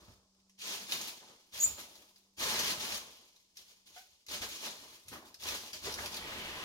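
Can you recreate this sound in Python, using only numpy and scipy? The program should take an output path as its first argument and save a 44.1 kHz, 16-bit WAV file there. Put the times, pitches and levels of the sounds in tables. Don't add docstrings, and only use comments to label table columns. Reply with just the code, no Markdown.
import sys
import numpy as np
from scipy import signal
from scipy.fft import rfft, irfft
from scipy.io import wavfile
from scipy.ndimage import uniform_filter1d

SR = 44100
rng = np.random.default_rng(int(sys.argv[2]) if len(sys.argv) > 2 else 0)


def log_audio(samples):
    frames = np.atleast_2d(samples).T
    limited = np.clip(frames, -1, 1)
    pcm = np.round(limited * 32767).astype(np.int16)
    wavfile.write(sys.argv[1], SR, pcm)


N = 292824
TIME = np.arange(N) / SR
ROOM_T60_S, BOX_T60_S, ROOM_TAIL_DB = 0.33, 0.05, -8.5
MIC_SPACING_M, RIGHT_MIC_LAG_S = 0.11, .00017
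SETTLED_S, FULL_STROKE_S = 0.73, 0.05
DRAG_START_S, DRAG_RISE_S = 6.10, 0.18

# (t/s, f/Hz, level/dB)
HUM_CURVE = [(0, 190.8, -82), (.9, 193.3, -68.5), (1.15, 195, -94), (2.3, 194.2, -78.5), (3.25, 185, -90),
             (3.8, 190.2, -83.5), (4.4, 189, -101)]
# (f/Hz, relative level/dB)
AIR_SPECTRUM = [(20, 1), (55, 3), (100, -21.5), (300, -0.5), (1000, -16.5), (2000, -41), (5000, -1.5),
                (9000, -13.5), (16000, -38.5)]
WALL_SPECTRUM = [(20, -45.5), (40, -14), (58, 1.5), (85, 2.5), (125, -7), (200, -17), (500, -45)]
SCRAPE_SPECTRUM = [(150, -3), (400, -5), (1200, -9.5), (2200, 1.5), (3100, 2.5), (4200, -3.5),
                   (7000, -14.5), (14000, -20)]
HOLLOW_SPECTRUM = [(70, -48.5), (140, -5.5), (240, 0.5), (420, -4), (700, -2), (1200, -2), (1600, -2),
                   (2200, -8), (3200, -11), (6000, -47), (12000, -38)]
FOAM_SPECTRUM = [(500, -29), (1800, -8.5), (2400, -2), (2900, -2), (3800, -2), (5000, -3), (6700, -4),
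                 (7700, -10), (10000, -7), (14000, -9), (16000, -14)]
# (f/Hz, width/Hz, gain/dB)
PANEL_MODES = [(320, 25, -12.5), (413, 43, 3), (572, 79, -3), (870, 35, 1.5), (1030, 70, -5.5)]
# (t/s, relative peak/dB, ring f/Hz)
HAND_KNOCKS = [(.08, -51, 112), (.492, -69, 990), (1.031, -51, 880), (1.124, -45, 900), (5.875, -37, 440),
               (5.986, -29.5, 1470)]
# (t/s, length/s, f/Hz, relative level/dB)
FINGER_RUBS = [(3.961, .024, 744, -57), (3.997, 0.017, 768, -68.5)]
RUB_HARMONICS = [0, -4, -4]
# (t/s, length/s, f/Hz, relative level/dB, octave overtone/dB)
FOAM_SQUEALS = [(1.589, .014, 6830, -40.5, -0.5), (1.601, 0.011, 6810, -23.5, -14),
                (1.606, .006, 7960, -36, -22), (1.615, 0.015, 6766, -29, -5), (1.63, 0.018, 7060, -23, -20),
                (1.637, 0.0098, 8200, -33, -21), (1.657, 0.016, 7120, -32, -6)]
# (t/s, relative peak/dB, ring f/Hz)
CHIP_SNAPS = [(0.4958, -51.5, 6340), (0.9217, -15.5, 3730), (1.0128, -25.5, 5860), (1.545, -38, 4930),
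              (1.9545, -43.5, 4380), (2.16, -46, 4670), (2.592, -21, 6160), (2.9435, -24.5, 5000),
              (3.3623, -46.5, 4070), (3.5706, -36, 5510), (4.265, -37, 5400), (4.2857, -33, 3860),
              (4.342, -31, 4770), (4.4188, -28.5, 3360), (5.0826, -34, 8200), (5.343, -35, 5200),
              (5.4355, -28.5, 4540), (5.4863, -23.5, 4300), (5.7313, -32, 4540), (5.9244, -28.5, 5460),
              (5.9399, -26.5, 5500), (6.0592, -27.5, 4500), (6.1436, -26, 3900), (6.1688, -26, 3840)]
# (t/s, rise/s, length/s, chips/dB, bumps/dB, walls/dB)
HAND_STROKES = [(-.02, 0.016, 0.14, -67.5, -66, -62.5), (.575, 0.041, .078, -46, -65, -80),
                (0.611, 0.091, 0.12, -42, -50.5, -79), (0.731, 0.018, 0.099, -51, -65, -72),
                (0.862, 0.063, .09, -42, -50.5, -71), (0.968, 0.037, 0.12, -47, -56.5, -77),
                (1.178, 0.03, 0.15, -74, -65, -87), (1.514, 0.036, 0.11, -47, -56.5, -66),
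                (1.623, .036, 0.076, -49, -58.5, -57.5), (1.753, .035, .044, -50, -54, -81),
                (1.877, 0.021, 0.13, -64.5, -67, -86), (2.148, .013, 0.028, -72, -93, -90),
                (2.366, .052, .34, -37.5, -45, -60.5), (2.743, 0.069, 0.21, -43, -50.5, -63.5),
                (3.04, 0.025, 0.086, -66.5, -66.5, -77), (3.549, 0.039, 0.038, -55.5, -70, -81),
                (3.657, .038, 0.045, -61, -73, -82), (3.847, 0.018, 0.11, -63.5, -75.5, -82),
                (3.937, .027, 0.042, -56, -74.5, -82), (4.07, .05, 0.068, -71, -81, -86),
                (4.27, 0.049, 0.089, -43.5, -50.5, -62.5), (4.407, 0.011, 0.022, -42, -47.5, -55),
                (4.477, 0.022, 0.1, -48.5, -62, -78), (4.582, 0.08, 0.084, -41.5, -49, -82),
                (4.764, 0.017, 0.18, -61, -64.5, -76), (5.052, 0.04, 0.071, -58.5, -67.5, -59),
                (5.103, 0.024, 0.033, -54, -48, -67), (5.246, 0.0092, 0.011, -58, -71, -80),
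                (5.385, 0.086, 0.16, -42.5, -49.5, -59), (5.584, 0.022, 0.083, -52, -61, -70),
                (5.727, 0.0068, 0.014, -46.5, -55, -62), (5.81, 0.051, 0.071, -42, -47, -50),
                (5.929, 0.077, 0.13, -47, -49, -53.5), (6.082, 0.048, 0.078, -49.5, -53, -70)]
CHIPS_COLUMN, BUMPS_COLUMN, WALLS_COLUMN = 3, 4, 5
# (t/s, gain/dB)
CRUNCH_TREBLE = [(.65, -4.5), (1.07, -0.5), (1.25, -8.5), (1.58, 0), (2.4, -2), (3.1, -4), (3.6, -3),
                 (4.75, -4), (5.15, 1), (5.75, -4), (6.15, -1.5)]


def from_db(db):
    return 10 ** (np.asarray(db) / 20)


def rms_one(x):
    return x / np.sqrt(np.mean(x ** 2) + 1e-20)


def in_time(rows):
    times, *columns = np.transpose(rows)
    return [np.interp(TIME, times, column) for column in columns]


def drift(per_s):
    knots = rng.standard_normal(8192)
    return rms_one(np.interp(TIME * per_s, np.arange(len(knots)), knots))


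def colour(x, spectrum, size=16384):
    hz, db = np.transpose(spectrum)
    bin_hz = np.arange(size // 2 + 1) * SR / size
    gain = from_db(np.interp(np.log(bin_hz + 1), np.log(hz), db))
    cepstrum = irfft(np.log(gain))
    cepstrum[1:size // 2] *= 2
    cepstrum[size // 2 + 1:] = 0
    response = irfft(np.exp(rfft(cepstrum)))
    return np.apply_along_axis(signal.oaconvolve, -1, x, response)[..., :N]


def brighten(x, above_hz, db):
    low = signal.sosfiltfilt(signal.butter(3, above_hz, fs=SR, output="sos"), x)
    return low + from_db(db) * (x - low)


def resonate(x, hz, width_hz):
    radius = np.exp(-np.pi * width_hz / SR)
    feedback = [1, -2 * radius * np.cos(2 * np.pi * hz / SR), radius ** 2]
    return signal.lfilter(np.array([1, 0, -1]) * (1 - radius ** 2) / 2, feedback, x + 1e-18)


def slips(per_s, spread_db):
    chance = np.clip(per_s / SR, 1e-4, 1) * np.ones(N)
    at = np.flatnonzero(rng.random(N) < chance)
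    clicks = np.zeros(N)
    sizes = from_db(spread_db * np.minimum(rng.exponential(1, N)[at], 4))
    clicks[at] = sizes * np.sign(rng.random(N)[at] - .5) / np.sqrt(chance[at])
    return rms_one(clicks)


def bursts(rows, t60_s, width_share, crack_db, gain_db):
    out, age = np.zeros(N + SR), TIME[:SR // 4]
    for start_s, peak_db, hz in rows:
        run = rng.standard_normal(len(age)) * from_db(-60 * age / t60_s)
        burst = rms_one(resonate(run, hz, hz * width_share)) + from_db(crack_db) * rms_one(run)
        at = int(start_s * SR)
        out[at:at + len(age)] += from_db(peak_db + gain_db) * burst / np.abs(burst).max()
    return out[:N]


def squeak(start_s, length_s, hz, level_db, partials, jitter, flutter_db, rise_s=0.0024, fall_db_per_s=2200):
    age = TIME[:SR // 8]
    speed = np.interp(age * 1500, np.arange(512), rng.standard_normal(512))
    pressure = np.interp(age * 300, np.arange(512), rng.standard_normal(512))
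    phase = 2 * np.pi * np.cumsum(hz * (1 + jitter * speed)) / SR
    tone = sum(from_db(db) * np.sin(k * phase) for k, db in enumerate(partials, 1))
    release_db = fall_db_per_s * np.maximum(age - length_s, 0)
    grip = np.minimum(age / rise_s, 1) * from_db(level_db + flutter_db * pressure - release_db)
    out, at = np.zeros(N), int(start_s * SR)
    out[at:at + len(age)] = np.sqrt(2) * grip * tone
    return out


def dragging():
    return np.clip((TIME - DRAG_START_S) / DRAG_RISE_S, 0, 1)


def stirring(column, lag_s, fall_db_per_s, settle_db, settle_db_per_s, drag_db, rest_db):
    t = TIME[::32]
    power = from_db(rest_db) ** 2 + (from_db(drag_db) * dragging()[::32]) ** 2
    for stroke in HAND_STROKES:
        start_s, rise_s, length_s = stroke[:3]
        age = t - start_s - lag_s
        after = np.maximum(age - length_s, 0)
        rise = np.clip(age / rise_s, 0, 1)
        push = from_db(-fall_db_per_s * after)
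        unsettled = np.clip(1 - after / SETTLED_S, 0, 1) * min(length_s / FULL_STROKE_S, 1)
        settling = from_db(settle_db - settle_db_per_s * after) * unsettled
        power += (from_db(stroke[column]) * rise * np.maximum(push, settling)) ** 2
    return np.interp(TIME, t, 10 * np.log10(power))


def chip_level():
    return stirring(CHIPS_COLUMN, lag_s=0, fall_db_per_s=209.5, settle_db=-11.5, settle_db_per_s=25.5,
                    drag_db=-56, rest_db=-83)


def room(x, wet_db, spots=1, hop_samples=128):
    t = TIME[:SR // 3]
    fade = (from_db(-60 * t / BOX_T60_S) + from_db(ROOM_TAIL_DB - 60 * t / ROOM_T60_S)) * (t > .001)
    hz = np.arange(len(t) // 2 + 1) * SR / len(t)
    alike = np.clip(np.sinc(2 * hz * MIC_SPACING_M / 343), -1, .95)
    spot = rng.integers(0, spots, N)[np.arange(N) // hop_samples]
    mics = np.array([x, np.interp(TIME - RIGHT_MIC_LAG_S, TIME, x)])
    for k in range(spots):
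        mid, side = rfft(rng.standard_normal((2, len(t))))
        tail = fade * irfft(np.sqrt(1 + alike) * mid + np.sqrt(1 - alike) * side * [[1], [-1]], len(t))
        tail /= np.sqrt(np.sum(tail ** 2) / 2)
        here = np.sin(np.pi / 2 * uniform_filter1d(1. * (spot == k), size=hop_samples))
        mics += from_db(wet_db) * signal.oaconvolve((x * here)[None], tail, axes=1)[:, :N]
    return mics / np.sqrt(1 + from_db(2 * wet_db))


def room_tone(air_db=-76.5):
    hz, level_db = in_time(HUM_CURVE)
    hum = np.sqrt(2) * from_db(level_db) * np.sin(2 * np.pi * np.cumsum(hz) / SR)
    mid, side = rng.standard_normal((2, N))
    side = signal.sosfilt(signal.butter(1, 700, "high", fs=SR, output="sos"), side)
    return hum + from_db(air_db) * rms_one(colour(mid + side * [[1], [-1]], AIR_SPECTRUM))


def wall_rumble(gain_db=-1.0, side_db=-15):
    level_db = stirring(WALLS_COLUMN, lag_s=-.004, fall_db_per_s=157, settle_db=-13, settle_db_per_s=32,
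                        drag_db=-60, rest_db=-90)
    walls = slips(600, spread_db=2.3) + from_db(side_db) * slips(600, spread_db=2) * [[1], [-1]]
    return from_db(level_db + gain_db) * rms_one(colour(walls, WALL_SPECTRUM))


def parcel_scrape(level_db=-44.5):
    return from_db(level_db) * dragging() * rms_one(colour(slips(12000, spread_db=3.2), SCRAPE_SPECTRUM))


def finger_rubs():
    return sum(squeak(*row, RUB_HARMONICS, jitter=0.088, flutter_db=3) for row in FINGER_RUBS)


def hand_knocks():
    return bursts(HAND_KNOCKS, t60_s=0.035, width_share=0.19, crack_db=-37.0, gain_db=1.5)


def tumble(per_s=2200, spread_db=4.0, clump_db=0.64, gain_db=2.5, hardening=0.55):
    level_db = stirring(BUMPS_COLUMN, lag_s=0.00288, fall_db_per_s=233, settle_db=-5.5,
                        settle_db_per_s=49.5, drag_db=-51, rest_db=-88)
    bumps = slips(per_s * from_db(0.33 * (level_db + 49.5)), spread_db) * from_db(clump_db * drift(70))
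    panels = sum(from_db(db) * resonate(bumps, hz, width) for hz, width, db in PANEL_MODES)
    hollow = rms_one(colour(bumps + panels, HOLLOW_SPECTRUM))
    treble_db = hardening * np.maximum(level_db + 54.5, -25)
    return from_db(level_db + gain_db) * brighten(hollow, 1410, treble_db)


def chip_ticks(per_s=45, spread_db=9.5, gain_db=-13, above_hz=4000):
    bright = signal.sosfilt(signal.butter(1, above_hz, "high", fs=SR, output="sos"), slips(per_s, spread_db))
    return from_db(np.minimum(chip_level(), -48) + gain_db) * bright


def chip_squeals(judder_hz=165, judder_depth=0.23):
    judder = 1 + judder_depth * np.sin(2 * np.pi * judder_hz * TIME)
    return judder * sum(squeak(*row, [0, octave_db], jitter=.015, flutter_db=1.3)
                        for *row, octave_db in FOAM_SQUEALS)


def chip_snaps():
    cracks = bursts(CHIP_SNAPS, t60_s=0.014, width_share=0.32, crack_db=1.5, gain_db=8.5)
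    return colour(cracks, FOAM_SPECTRUM)


def chip_crunch(per_s=6000, spread_db=3.5, clump_db=1.5, ring_db=-9, gain_db=4.0, thickening=0.075):
    level_db = chip_level()
    effort_db = level_db + 45
    grains = slips(per_s * from_db(.6 * effort_db), spread_db) * from_db(clump_db * drift(130))
    rings = sum(resonate(slips(140, spread_db=1), hz, width_hz=720) for hz in np.linspace(2900, 6600, 9))
    foam = rms_one(colour(rms_one(grains) + from_db(ring_db) * rms_one(rings), FOAM_SPECTRUM))
    body_db = thickening * np.maximum(effort_db, -25)
    foam = from_db(body_db) * brighten(foam, 2700, -body_db)
    return from_db(level_db + gain_db) * brighten(foam, 9100, in_time(CRUNCH_TREBLE)[0])


def scene():
    snaps, knocks, rubs = chip_snaps(), hand_knocks(), finger_rubs()
    foam = room(chip_crunch(), wet_db=5, spots=7, hop_samples=96)
    foam += room(snaps + chip_ticks() + rubs, wet_db=3.5)
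    foam = brighten(foam, 6480, [[1.2], [-1.2]])
    cardboard = room(tumble() + parcel_scrape() + knocks, wet_db=3, spots=7, hop_samples=192)
    squeals = room(chip_squeals(), wet_db=0.5) * from_db([[-2.5], [.5]])
    rumble = wall_rumble() * from_db([[-.8], [.8]])
    return foam + cardboard + squeals + rumble + room_tone()


def record(dry):
    return signal.sosfilt(signal.ellip(10, .2, 75, 15900, fs=SR, output="sos"), dry)


dry = scene()
out = record(dry)
log_audio(out)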